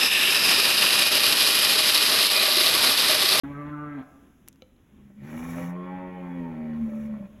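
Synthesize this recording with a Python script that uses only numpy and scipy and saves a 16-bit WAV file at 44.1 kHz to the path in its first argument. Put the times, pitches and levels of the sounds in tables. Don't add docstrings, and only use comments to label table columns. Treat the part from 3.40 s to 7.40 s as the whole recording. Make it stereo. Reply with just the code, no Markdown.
import sys
import numpy as np
from scipy import signal
from scipy.fft import rfft, irfft
from scipy.io import wavfile
from scipy.ndimage import uniform_filter1d

SR = 44100
rng = np.random.default_rng(int(sys.argv[2]) if len(sys.argv) > 2 else 0)


def transcribe(signal):
    frames = np.atleast_2d(signal).T
    limited = np.clip(frames, -1, 1)
    pcm = np.round(limited * 32767).astype(np.int16)
    wavfile.write(sys.argv[1], SR, pcm)


N = 176400

# time in seconds, pitch in Hz, then levels in dB of harmonic 1, harmonic 2,
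# throat band, mouth band and treble.
SHORT_CALL = [(0.04, 139.2, -46, -34, -52, -45.5, -55.5), (0.11, 142.4, -42, -37, -44.5, -64, -56.5),
              (0.15, 141.5, -40.5, -42.5, -51.5, -48.5, -53),
              (0.18, 144.2, -39.5, -39.5, -42, -51.5, -53.5), (0.31, 148.3, -41.5, -38.5, -50, -51, -55),
              (0.342, 148, -40.5, -36.5, -58.5, -44.5, -58.5),
              (0.38, 147.7, -40.5, -40.5, -47.5, -46.5, -56.5), (0.468, 148.7, -40, -41, -46.5, -43.5, -55),
              (0.556, 142.1, -45, -35, -51, -53, -55), (0.612, 131.9, -49, -35, -50, -63, -54.5),
              (0.62, 128.1, -58, -49, -56, -55, -62)]
LONG_CALL = [(1.5, 66.65, -71.5, -67, -71, -79, -86), (1.53, 69, -74, -58.5, -75, -85, -90),
             (1.6, 66.8, -62, -59, -63, -75.5, -93), (1.66, 69.46, -60, -55, -79, -86, -79),
             (1.71, 66.2, -65, -52, -60, -82, -73.5), (1.78, 68.9, -66, -48.5, -77, -90, -75),
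             (1.82, 70.08, -46, -47, -57, -82, -62.5), (1.89, 75.34, -45.5, -44.5, -50, -55.5, -53.5),
             (1.94, 78.7, -44.5, -40.5, -49.5, -66.5, -56), (1.99, 81.33, -47, -34, -49, -55, -57),
             (2.12, 83.96, -36.5, -35.5, -53, -50, -50.5), (2.18, 85.6, -37, -33, -40, -51.5, -51.5),
             (2.24, 87.26, -34, -40, -44.5, -49, -49), (2.3, 88, -33.5, -43.5, -55, -51.5, -58.5),
             (2.37, 89.2, -34.5, -48.5, -42.5, -48, -55), (2.56, 92.34, -39.5, -41, -46, -45, -55),
             (2.65, 91.9, -39, -41.5, -43.5, -47.5, -55.5), (2.8, 90.07, -40.5, -48, -45, -62, -55),
             (2.83, 88.96, -38, -46, -47, -50, -56.5), (2.91, 88.16, -36.5, -38, -48, -52, -57),
             (2.94, 87.7, -35.5, -38, -49.5, -60, -55), (2.99, 86.54, -37.5, -33.5, -43.5, -56, -56),
             (3.08, 83.05, -39, -33.5, -47.5, -49, -60), (3.13, 80.33, -42.5, -38.5, -49, -55, -59),
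             (3.21, 77.5, -44, -34, -46, -59, -58), (3.34, 77.3, -43.5, -33, -47.5, -57.5, -58.5),
             (3.44, 75.1, -47, -26, -54.5, -60.5, -64.5), (3.52, 73.12, -54, -33, -46, -57.5, -62),
             (3.66, 73.15, -46, -32, -52.5, -64.5, -61), (3.74, 71.7, -53.5, -32.5, -50, -56.5, -64),
             (3.79, 68.93, -52, -43, -56.5, -61, -65), (3.81, 71.5, -47.5, -28, -50, -66, -64),
             (3.828, 65.8, -64, -39, -49, -57.5, -66), (3.85, 65.58, -53, -35.5, -58, -61, -60.5)]
# time in seconds, breathiness from 0 to 1, unevenness of the cycles from 0 to 1.
HOARSENESS = [(.04,.26,.16),(.2,.22,.12),(.28,.32,.2),(.4,.17,.08),(.5,.22,.13),(.58,.48,.4),(1.5,.5,.8),(1.9,.65,.8),(2.0,.6,.35),(2.2,.45,.25),(2.38,.17,.07),(2.65,.14,.06),(3.0,.23,.12),(3.2,.4,.18),(3.45,.5,.22),(3.73,.42,.25),(3.79,.45,.7)]
# time in seconds, centre in Hz.
MOUTH_RESONANCE = [(.04,680),(.1,974),(.14,1270),(.2,1250),(.23,1010),(.28,894),(.33,1315),(.44,1222),(.55,1560),(.62,1360),(1.9,902.7),(2.08,1156),(2.18,599),(2.28,560),(2.36,1072),(2.45,1012),(2.52,835.3),(2.62,846.4),(2.7,1000),(2.8,826),(2.9,861.8),(3.0,1102),(3.08,823),(3.2,538),(3.55,518),(3.8,600)]
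# start, attack, hold and release in seconds, level in dB.
NOSTRIL_BLASTS = [(1.802,0.24,0.19,0.11,-51),(3.246,0.38,0.021,0.052,-63)]
# start in seconds, level in dB, centre in Hz.
DRY_TICKS = [(1.0785,-37,2600),(1.0852,-30,9000),(1.1285,-49,5300),(1.159,-52,1800)]
# start in seconds, level in dB.
FENCE_KNOCKS = [(1.2212,-40),(1.229,-59),(1.364,-64)]
# frequency in Hz, gain in dB, seconds to fall by 60 dB.
FENCE_MODES = [(208,-7,0.08),(513,-3,0.076),(770,-14,0.036),(1305,-13.5,0.035),(2290,-8.5,0.02),(3000,-8.5,0.021),(4000,-3.5,0.018)]
# time in seconds, level in dB.
RUMBLE_LEVEL = [(0,-43),(.24,-59),(.3,-53),(.36,-58.5),(.6,-55.5),(1.0,-58.5),(1.3,-59.5),(1.41,-59.5),(1.52,-56),(2.6,-54),(4,-53.5)]
THIN_HISS_LEVEL = [(0,-68),(.5,-74),(.7,-68.5),(1.3,-75),(1.55,-73.5),(2.3,-72.5),(2.65,-75),(2.9,-70.5),(3.3,-72.5),(4,-71)]
# frequency in Hz, gain in dB.
SHORT_CALL_TRACT = [(300,-27.5),(440,-13),(590,-8),(735,-10),(880,-16),(1030,-4),(1180,-2.5),(1320,3.5),(1480,-4.5),(1630,-2),(1850,-15.5),(2080,-10),(2400,-16),(2680,-17.5),(3000,-27.5),(4200,-30.5),(6000,-66)]
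LONG_CALL_TRACT = [(290,9),(365,4.5),(450,-5.5),(540,2.5),(600,0.5),(650,-11.5),(730,-8),(830,-2.5),(920,-6),(1020,0),(1100,2),(1200,-15.5),(1330,-10),(1560,-16),(1780,-12.5),(1940,-16),(2080,-17),(2280,-13),(2550,-19),(2850,-25),(3100,-32.5),(4200,-32.5)]
NOSTRIL_COLOUR = [(1500,-18.5),(2500,-11),(3800,11.5),(4650,-31.5),(5300,7.5),(6500,5.5),(9000,0.5),(11000,7.5),(13000,5),(15000,3)]
THROAT_COLOUR = [(400,-22.5),(800,12),(1050,1.5),(1350,10.5),(1530,-17),(1650,6),(2050,-7.5),(2280,8.5),(2650,-12),(2850,0),(3150,-22),(4300,-49.5)]
FLUTTER_COLOUR = [(30,-8.5),(85,6),(180,0.5),(300,-6),(500,-4),(1000,-40)]
TREE_COLOUR = [(80,-29.5),(150,0),(250,0.5),(600,10),(1200,6),(2500,5.5),(6000,-2)]
TICK_RING_COLOUR = [(900,-19),(1600,7),(3000,10),(4200,3),(6000,4),(14000,-14)]
CONTACT_COLOUR = [(600,-4),(2000,-7),(4100,8),(5000,-14),(6300,3),(9000,-26),(15000,-5)]
RUMBLE_COLOUR = [(20,-13),(45,-3),(70,0),(120,-8),(250,-4),(600,-25),(1500,-28.5),(3500,-32.5),(5000,-60)]
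HISS_COLOUR = [(2500,-12.5),(4700,5),(5600,0),(6500,1.5),(9000,-2),(11300,4),(13000,0),(15000,-1)]


def bull():
    hum, mouth = (bellow(SHORT_CALL, SHORT_CALL_TRACT, edges_hz=(280, 900, 1700, 4500), lowest=1)
                  + bellow(LONG_CALL, LONG_CALL_TRACT, edges_hz=(280, 700, 1500, 4500), lowest=2))
    near = undb(-9) * scatter(mouth, [(300, -4), (700, 6.5), (3000, 13)], t60_s=.06, build_s=.0041)
    trees = undb(-12.5) * scatter(hum + mouth, TREE_COLOUR, t60_s=1.03, build_s=.05)
    direct = from_right(hum, lag_s=.00024) + from_right(mouth, lag_s=.00013)
    side = .63 * colour(mouth, [(350, -13.5), (600, 2.5), (1100, -5), (2500, -9)])
    return direct + np.array([-side, side]) + nostril_blasts() + near + trees


def bellow(call, tract, edges_hz, lowest):
    hz, *levels = curves(call)
    gains = undb(levels)
    breath, uneven = curves(HOARSENESS)
    phase = 2 * np.pi * np.cumsum(hz * (1 + .035 * uneven * wander(82.5))) / SR
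    start, end = call[0][0], call[-1][0]
    gate = np.interp(clock(), [start - .008, start, end, end + .025], [0, 1, 1, 0])
    shimmer = undb(4 * uneven * wander(70))
    hum = gains[0] * np.sin(lowest * phase) + gains[1] * np.sin((lowest + 1) * phase)
    if lowest > 1:
        hum = hum + undb(-25) * gains[1] * np.sin(phase)
    pulses = sum(undb(overtone_db(k * hz)) * np.cos(k * phase) for k in range(lowest + 2, 20 * lowest))
    puffs = rng.standard_normal(N) * puffing(phase)
    clean, hoarse = colour(pulses, tract), colour(puffs, tract)
    breath_weights = (.85, 1.05, 1.8)
    mouth = 0
    for low, high, gain, weight in zip(edges_hz, edges_hz[1:], gains[2:], breath_weights):
        band = signal.butter(4, (low, high), "band", fs=SR, output="sos")
        tone, air = steady(signal.sosfilt(band, [clean, hoarse]))
        air_share = np.clip(breath * weight, 0, .9)
        mouth = mouth + gain * (np.sqrt(1 - air_share ** 2) * tone + air_share * air)
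    return np.array([np.sqrt(2) * hum, mouth]) * gate * shimmer


def overtone_db(hz, lift_db=12, half_width_hz=90, waver_db=4.2, wavers_per_s=13):
    detuning = (hz - curves(MOUTH_RESONANCE)[0]) / half_width_hz
    waver = np.interp(clock() * wavers_per_s, np.arange(128), rng.standard_normal(128))
    return lift_db / (1 + detuning ** 2) + waver_db * waver


def puffing(phase, sharpness=1.3):
    return unit(np.exp(sharpness * np.cos(phase)))


def nostril_blasts():
    envelope = sum(undb(db) * np.interp(clock(), start + np.cumsum([0, attack, hold, release]),
                                        [0, 1, 1, 0])
                   for start, attack, hold, release, db in NOSTRIL_BLASTS)
    fold_hz = curves(LONG_CALL)[0] * (1 + .15 * wander(60))
    chop = np.sqrt(puffing(2 * np.pi * np.cumsum(fold_hz) / SR))
    rasp = undb(3.5 + 3.6 * wander(160)) * chop * wide_noise(THROAT_COLOUR, side=.45)
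    hiss = undb(1.3 * wander(70)) * wide_hiss(NOSTRIL_COLOUR)
    flutter = undb(4) * wide_noise(FLUTTER_COLOUR, side=.11)
    return envelope * (hiss + rasp + flutter)


def ticks(decay_s=.0006):
    snaps = 0
    for start, db, hz in DRY_TICKS:
        age = clock() - start
        envelope = undb(db) * (age > 0) * np.exp(-abs(age) / decay_s)
        snaps = snaps + envelope * noise([(hz / 4, -16), (hz, 0), (hz * 3, -16)])
    return snaps + undb(-12) * scatter(snaps, TICK_RING_COLOUR, t60_s=.04, build_s=.0018)


def fence_knocks(crack_s=.0018):
    blows = 0
    for start, db in FENCE_KNOCKS:
        age = np.clip(clock() - start, 0, 1)
        crack = undb(db - 9) * (age > 0) * np.exp(-age / crack_s) * noise(CONTACT_COLOUR)
        ring = sum((-1) ** k * undb(db + mode_db - 60 * age / t60_s) * np.sin(2 * np.pi * hz * age)
                   for k, (hz, mode_db, t60_s) in enumerate(FENCE_MODES))
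        blows = blows + crack + ring
    echo = scatter(blows, [(200, -13), (600, 10.5), (4000, 2)], t60_s=.6, build_s=.0029)
    return blows + undb(-14) * echo


def pasture_air():
    rumble = wide_noise(RUMBLE_COLOUR, side=.69) * undb(curves(RUMBLE_LEVEL)[0] + 2 * wander(16))
    hiss = wide_hiss(HISS_COLOUR) * undb(curves(THIN_HISS_LEVEL)[0])
    return rumble + hiss


def scatter(x, points, t60_s, build_s):
    t = clock()
    envelope = undb(-60 * t / t60_s) * (1 - np.exp(-t / build_s))
    tails = [colour(unit(rng.standard_normal(N) * envelope), points) / np.sqrt(N) for _ in range(2)]
    return np.array([signal.fftconvolve(x, tail)[:N] for tail in tails])


def from_right(x, lag_s):
    return np.array([np.interp(clock() - lag_s, clock(), x), x])


def wide_hiss(points, lag_s=.000226):
    left = noise(points)
    right = -np.interp(clock() - lag_s, clock(), left)
    return np.array([left, right]) + .05 * wide_noise(points, side=1)


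def wide_noise(points, side):
    return noise(points) + side * noise(points) * np.array([[1], [-1]])


def noise(points):
    return unit(colour(rng.standard_normal(N), points))


def colour(x, points, size=4096):
    hz, db = np.array(points, float).T
    log_hz = np.log(np.fft.rfftfreq(size, 1 / SR) + 1)
    cepstrum = irfft(np.log(undb(np.interp(log_hz, np.log(hz), db))))
    cepstrum[1:size // 2] *= 2
    cepstrum[size // 2 + 1:] = 0
    return signal.fftconvolve(x, irfft(np.exp(rfft(cepstrum))))[:len(x)]


def wander(per_s):
    span = int(SR / per_s)
    return unit(uniform_filter1d(uniform_filter1d(rng.standard_normal(N), span), span))


def steady(x):
    return x / np.sqrt(np.abs(uniform_filter1d(x ** 2, size=2600)) + 1e-12)


def curves(table):
    times, *columns = np.array(table, float).T
    return [np.interp(clock(), times, column) for column in columns]


def unit(x):
    return x / np.sqrt(np.mean(x ** 2) + 1e-20)


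def undb(db):
    return 10 ** (np.asarray(db) / 20)


def clock():
    return np.arange(N) / SR


def scene():
    return bull() + fence_knocks() + ticks() + pasture_air()


def record(dry, open_s=.0343, top_hz=16000):
    mid, side = (dry[0] + dry[1]) / 2, (dry[0] - dry[1]) / 2
    bass_band = signal.butter(2, (120, 380), "band", fs=SR, output="sos")
    side = side - .5 * signal.sosfiltfilt(bass_band, side)
    opened = np.clip((clock() - open_s) / .0017, 0, 1)
    top_cut = signal.ellip(8, .2, 70, top_hz, fs=SR, output="sos")
    return signal.sosfilt(top_cut, np.array([mid + side, mid - side]) * opened)


dry = scene()
out = record(dry)
transcribe(out)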